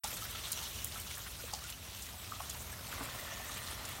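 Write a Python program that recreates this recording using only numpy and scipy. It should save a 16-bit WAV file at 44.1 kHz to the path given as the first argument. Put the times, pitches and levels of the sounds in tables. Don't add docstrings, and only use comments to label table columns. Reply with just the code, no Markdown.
import sys
import numpy as np
from scipy import signal
from scipy.fft import rfft, irfft, next_fast_len
from scipy.io import wavfile
from scipy.ndimage import uniform_filter1d, map_coordinates

SR = 44100
rng = np.random.default_rng(int(sys.argv[2]) if len(sys.argv) > 2 else 0)


def bounce(signal):
    frames = np.transpose(np.atleast_2d(signal))
    limited = np.clip(frames, -1, 1)
    pcm = np.round(limited * 32767).astype(np.int16)
    wavfile.write(sys.argv[1], SR, pcm)


N = 176400


def amp(db):
    return 10 ** (np.asarray(db) / 20)


def unit(x):
    return x / np.sqrt(np.mean(x ** 2) + 1e-20)


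def curve(rows):
    return np.interp(np.arange(N) / SR, *np.transpose(rows))


def wobble(rate_hz, size=N):
    knots = rng.standard_normal(int(size * rate_hz / SR) + 4)
    return map_coordinates(knots, [np.arange(size) * rate_hz / SR])


def colour(x, points, rings=()):
    size = 2 * next_fast_len(N // 2 + SR // 4)
    hz = np.fft.rfftfreq(size, 1 / SR)
    point_hz, point_db = np.transpose(points)
    db = np.interp(np.log(hz + 1), np.log(point_hz), point_db)
    db += sum(boost / (1 + (2 * (hz - centre) / width) ** 2) for centre, width, boost in rings)
    cepstrum = irfft(np.log(amp(db)))
    cepstrum[1:size // 2] *= 2
    cepstrum[size // 2 + 1:] = 0
    return unit(irfft(rfft(x, size) * np.exp(rfft(cepstrum)))[:N])


def band(size, hz, octaves):
    away = np.log2((np.fft.rfftfreq(size, 1 / SR) + 1) / hz) / octaves
    return unit(irfft(rfft(rng.standard_normal(size)) * np.exp(-away ** 2 / 2), size))


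def fade(t, attack_s, t60_s):
    return (1 - np.exp(-t / attack_s)) * np.exp(-np.log(1000) * t / t60_s)


def burst(carrier, envelope):
    return unit(carrier * envelope) * np.sqrt(np.mean(envelope ** 2))


def add(out, start_s, sound):
    i = max(round(start_s * SR), 0)
    out[i:i + len(sound)] += sound[:N - i]


def patchy(x, depth_db):
    spectra = signal.stft(x, nperseg=256)[2]
    swell = uniform_filter1d(rng.standard_normal(spectra.shape), size=7, axis=0)
    swell = uniform_filter1d(swell, size=11, axis=1)
    return unit(signal.istft(spectra * amp(depth_db * unit(swell)), nperseg=256)[1][:N])


def droplets(count, spread_db, clump_db, hiss_db):
    when, rank, sign = rng.random((count, 3)).T
    strength = amp(-spread_db * np.log(rank + .015))
    ticks = np.bincount((when * N).astype(int), strength * np.sign(sign - .5), N)
    return unit(ticks * amp(clump_db * wobble(90))) + amp(hiss_db) * rng.standard_normal(N)


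def bubbles(count, hz, octaves, cycles, spread_db, rise):
    when, rank, life = rng.random((count, 3)).T[:, :, None]
    pitch_hz = np.clip(hz * 2 ** (octaves * rng.standard_normal((count, 1))), 300, 14000)
    samples = np.arange(1024)
    turns = pitch_hz * samples / SR
    age = turns / (cycles * (.5 + life))
    strength = amp(-spread_db * np.log(rank + .03))
    envelope = strength * np.exp(-np.log(1000) * age) * (1 - np.exp(-turns))
    rings = envelope * np.sin(2 * np.pi * turns * (1 + rise * age / 2))
    places = (when * N).astype(int) + samples
    return unit(np.bincount(places.ravel(), rings.ravel(), N)[:N])


# freq_hz, gain_db
RUMBLE_SPECTRUM = [(20, -32), (32, -26), (42, -8), (55, 2), (85, 0.5), (120, -5.5), (160, -12), (200, -10),
                   (280, -17), (450, -19.5), (1500, -28)]

def rumble(level_db=-50.5):
    return amp(level_db + wobble(7.2)) * colour(rng.standard_normal(N), RUMBLE_SPECTRUM)


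# delay_s, gain_db
ECHOES = [(.0034, -18), (0.0107, -15), (.0165, -33)]

def yard(x, tail_db):
    t = np.arange(SR // 4) / SR
    tail = rng.standard_normal(len(t)) * fade(t, attack_s=.0045, t60_s=.18)
    response = amp(tail_db) * tail / np.linalg.norm(tail)
    for delay_s, db in ECHOES:
        response[round(delay_s * SR)] += amp(db)
    return x + signal.fftconvolve(x, response)[:N]


# time_s, level_db
RING_LEVEL = [(0, -77), (2.85, -83), (3.05, -63), (3.35, -53.5), (3.6, -57.5), (4, -64)]

def pot_ring():
    notes = [(1778, -3), (1905, -3), (2040, -7.5)]  # pitch_hz, gain_db
    return amp(curve(RING_LEVEL)) * sum(amp(db) * band(N, hz, octaves=.018) for hz, db in notes)


# time_s, level_db
POUR_LEVEL = [(0, -55), (1.2, -59.5), (2.1, -60), (2.6, -55), (2.9, -53.5), (2.98, -48), (3.3, -51.5),
              (3.7, -51), (4, -51.5)]
# freq_hz, gain_db
POT_SPECTRUM = [(60, -9.5), (115, 9.5), (160, -0.5), (200, -3), (300, -2.5), (440, -5.5), (600, 2.5),
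                (820, -3), (1050, 0), (1400, 1), (1560, -5.5), (2050, -1.5), (2600, -5.5), (4000, -7),
                (9000, -26)]

def pour():
    drumming = colour(droplets(count=7000, spread_db=3, clump_db=1.8, hiss_db=-3), POT_SPECTRUM)
    gurgle = bubbles(count=300, hz=1203, octaves=.495, cycles=35, spread_db=4.5, rise=.12)
    return amp(curve(POUR_LEVEL)) * (amp(1.5) * drumming + amp(-8.5) * gurgle)


# start_s, level_db, pitch_hz
CUP_BUBBLES = [(1.726, -41, 2940), (2.185, -48, 7900), (2.215, -48, 7750), (2.241, -46, 2594),
               (2.505, -39.5, 3430), (2.716, -42, 8400), (2.886, -46, 7700), (2.905, -50, 7300),
               (3.555, -42, 7650), (3.63, -44, 8260), (3.705, -40.5, 9600)]

def pings():
    out, t = np.zeros(N), np.arange(SR // 12) / SR
    envelope = fade(t, attack_s=.004, t60_s=.07)
    for start_s, db, hz in CUP_BUBBLES:
        add(out, start_s, amp(db) * band(len(t), hz, octaves=.025) * envelope)
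    return out


# start_s, level_db, pitch_hz, t60_s, splash_share
POT_DROPS = [(.04, -31, 770, 0.046, 0.81), (.123, -39.5, 521, 0.046, .3), (.221, -34.5, 1270, 0.04, 0),
             (.25, -38, 1670, 0.043, 0.8), (0.348, -34, 1320, 0.036, .2), (.955, -36.5, 1300, .05, 0.2),
             (1.397, -43, 1420, .04, 0.05), (1.172, -37, 1400, 0.029, 0.96),
             (1.262, -36.5, 1420, 0.025, 0.6), (1.437, -36, 495, 0.037, 0.13),
             (1.533, -28.5, 733, 0.032, 0.54), (1.619, -40, 1170, 0.028, 0.2),
             (1.644, -44.5, 1410, 0.074, 0.03), (2.136, -46, 720, 0.072, 0.44),
             (2.32, -24.5, 1257, 0.021, 0.22), (2.4, -33, 1052, 0.043, 0.46), (2.401, -36, 740, 0.037, 0.4),
             (2.727, -41, 1680, 0.042, 0.1), (2.924, -37, 1560, .06, 0.8), (3.006, -28.5, 966, 0.029, 0.8),
             (3.008, -35.5, 310, 0.043, .9), (3.275, -39, 1440, .04, 0.6), (3.398, -36.5, 760, 0.044, 0.4)]

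def plops(rise=.085):
    out, t = np.zeros(N), np.arange(SR // 8) / SR
    for start_s, db, hz, t60_s, splash_share in POT_DROPS:
        bubble = unit(np.sin(2 * np.pi * hz * t * (1 + rise * t / t60_s / 2)))
        splash = band(len(t), hz, octaves=.45)
        plop = np.sqrt(1 - splash_share) * bubble + np.sqrt(splash_share) * splash
        add(out, start_s, amp(db) * burst(plop, fade(t, attack_s=.0031, t60_s=t60_s)))
    return out


# start_s, level_db, centre_hz, t60_s
CUP_DROPS = [(0.04, -31, 6000, 0.045), (.518, -28.5, 9050, 0.041), (.5215, -29, 10000, .02),
             (.53, -23, 5200, 0.0071), (.59, -28, 3180, 0.0046), (0.8451, -19, 11000, 0.0084),
             (.921, -41, 3800, 0.044), (0.999, -34, 11000, .02), (1.1514, -38.5, 7960, 0.029),
             (1.1788, -38.5, 11500, 0.029), (1.536, -30, 4940, 0.025), (1.548, -38, 5500, 0.033),
             (1.669, -50, 6000, .03), (1.7003, -37.5, 8900, .04), (1.724, -39, 3480, 0.025),
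             (2.0214, -40.5, 6200, 0.057), (2.4962, -33, 7500, 0.014), (2.4995, -29, 7050, 0.014),
             (2.508, -37, 4500, .02), (3.0356, -39, 11000, 0.027), (3.8514, -38, 7000, 0.039),
             (3.89, -38, 14500, .025)]

def splats():
    out, t = np.zeros(N), np.arange(SR // 10) / SR
    for start_s, db, hz, t60_s in CUP_DROPS:
        puff = band(len(t), hz, octaves=.59)
        add(out, start_s, amp(db) * burst(puff, fade(t, attack_s=.00046, t60_s=t60_s)))
    return out


# time_s, level_db
SPRAY_LEVEL = [(0, -46.5), (.5, -50.5), (.62, -47), (.8, -50), (1.15, -50), (1.35, -51), (1.68, -51.5),
               (1.8, -57), (2.02, -51), (2.35, -54.5), (2.47, -50), (2.8, -52), (3.05, -49.5), (3.3, -50.5),
               (3.6, -50), (4, -51)]
# freq_hz, gain_db
SPRAY_SPECTRUM = [(800, -20), (3000, -11), (4800, -4), (6000, 0), (8300, 0.5), (9600, 0), (10400, -6),
                  (11500, 2.5), (15500, -1.5)]
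# centre_hz, width_hz, boost_db
CUP_RINGS = [(8278, 92, 6), (9500, 110, 5)]

def spray():
    patter = droplets(count=9000, spread_db=2.5, clump_db=4, hiss_db=1)
    mist = colour(patchy(patter, depth_db=3), SPRAY_SPECTRUM, CUP_RINGS)
    fizz = bubbles(count=500, hz=8040, octaves=.43, cycles=360, spread_db=6, rise=.025)
    return amp(curve(SPRAY_LEVEL) + .89 * wobble(25.47)) * (mist + amp(-14.5) * fizz)


# time_s, level_db
FLOW_LEVEL = [(0, -47.5), (.6, -48.5), (1.0, -49.5), (1.35, -49.5), (1.68, -48.5), (1.8, -53.5),
              (1.92, -49.5), (2.05, -51.5), (2.15, -52.5), (2.35, -53.5), (2.47, -50), (2.58, -57),
              (2.8, -53.5), (3.05, -50.5), (3.5, -51), (4, -50.5)]
# freq_hz, gain_db
TRICKLE_SPECTRUM = [(200, -12.5), (500, -9), (1200, -2), (2100, -3.5), (2800, -0.5), (3400, 1),
                    (4200, -0.5), (4800, -3.5), (5800, -1.5), (8000, -7), (10400, -10.5), (15500, -17)]

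def trickle():
    patter = droplets(count=7000, spread_db=3.5, clump_db=2.5, hiss_db=-1)
    water = colour(patchy(patter, depth_db=2.5), TRICKLE_SPECTRUM)
    tinkle = bubbles(count=500, hz=3324, octaves=.255, cycles=100, spread_db=2, rise=.029)
    return amp(curve(FLOW_LEVEL) + 1.4 * wobble(17)) * (water + amp(-10) * tinkle)


def scene():
    background = rumble()
    in_pot = pot_ring() + pour() + yard(plops(), tail_db=-8.5)
    on_cups = pings() + yard(splats(), tail_db=-13)
    chain = (spray() + trickle()) * amp(.13 * wobble(11))
    mono = background + in_pot + on_cups + chain
    return np.array([mono, mono])


def record(dry, open_s=.036, top_hz=15900):
    size = next_fast_len(N + SR // 2)
    opened = dry * (np.arange(N) / SR > open_s)
    passband = np.fft.rfftfreq(size, 1 / SR) < top_hz
    return irfft(rfft(opened, size) * passband, size)[:, :N]


dry = scene()
out = record(dry)
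bounce(out)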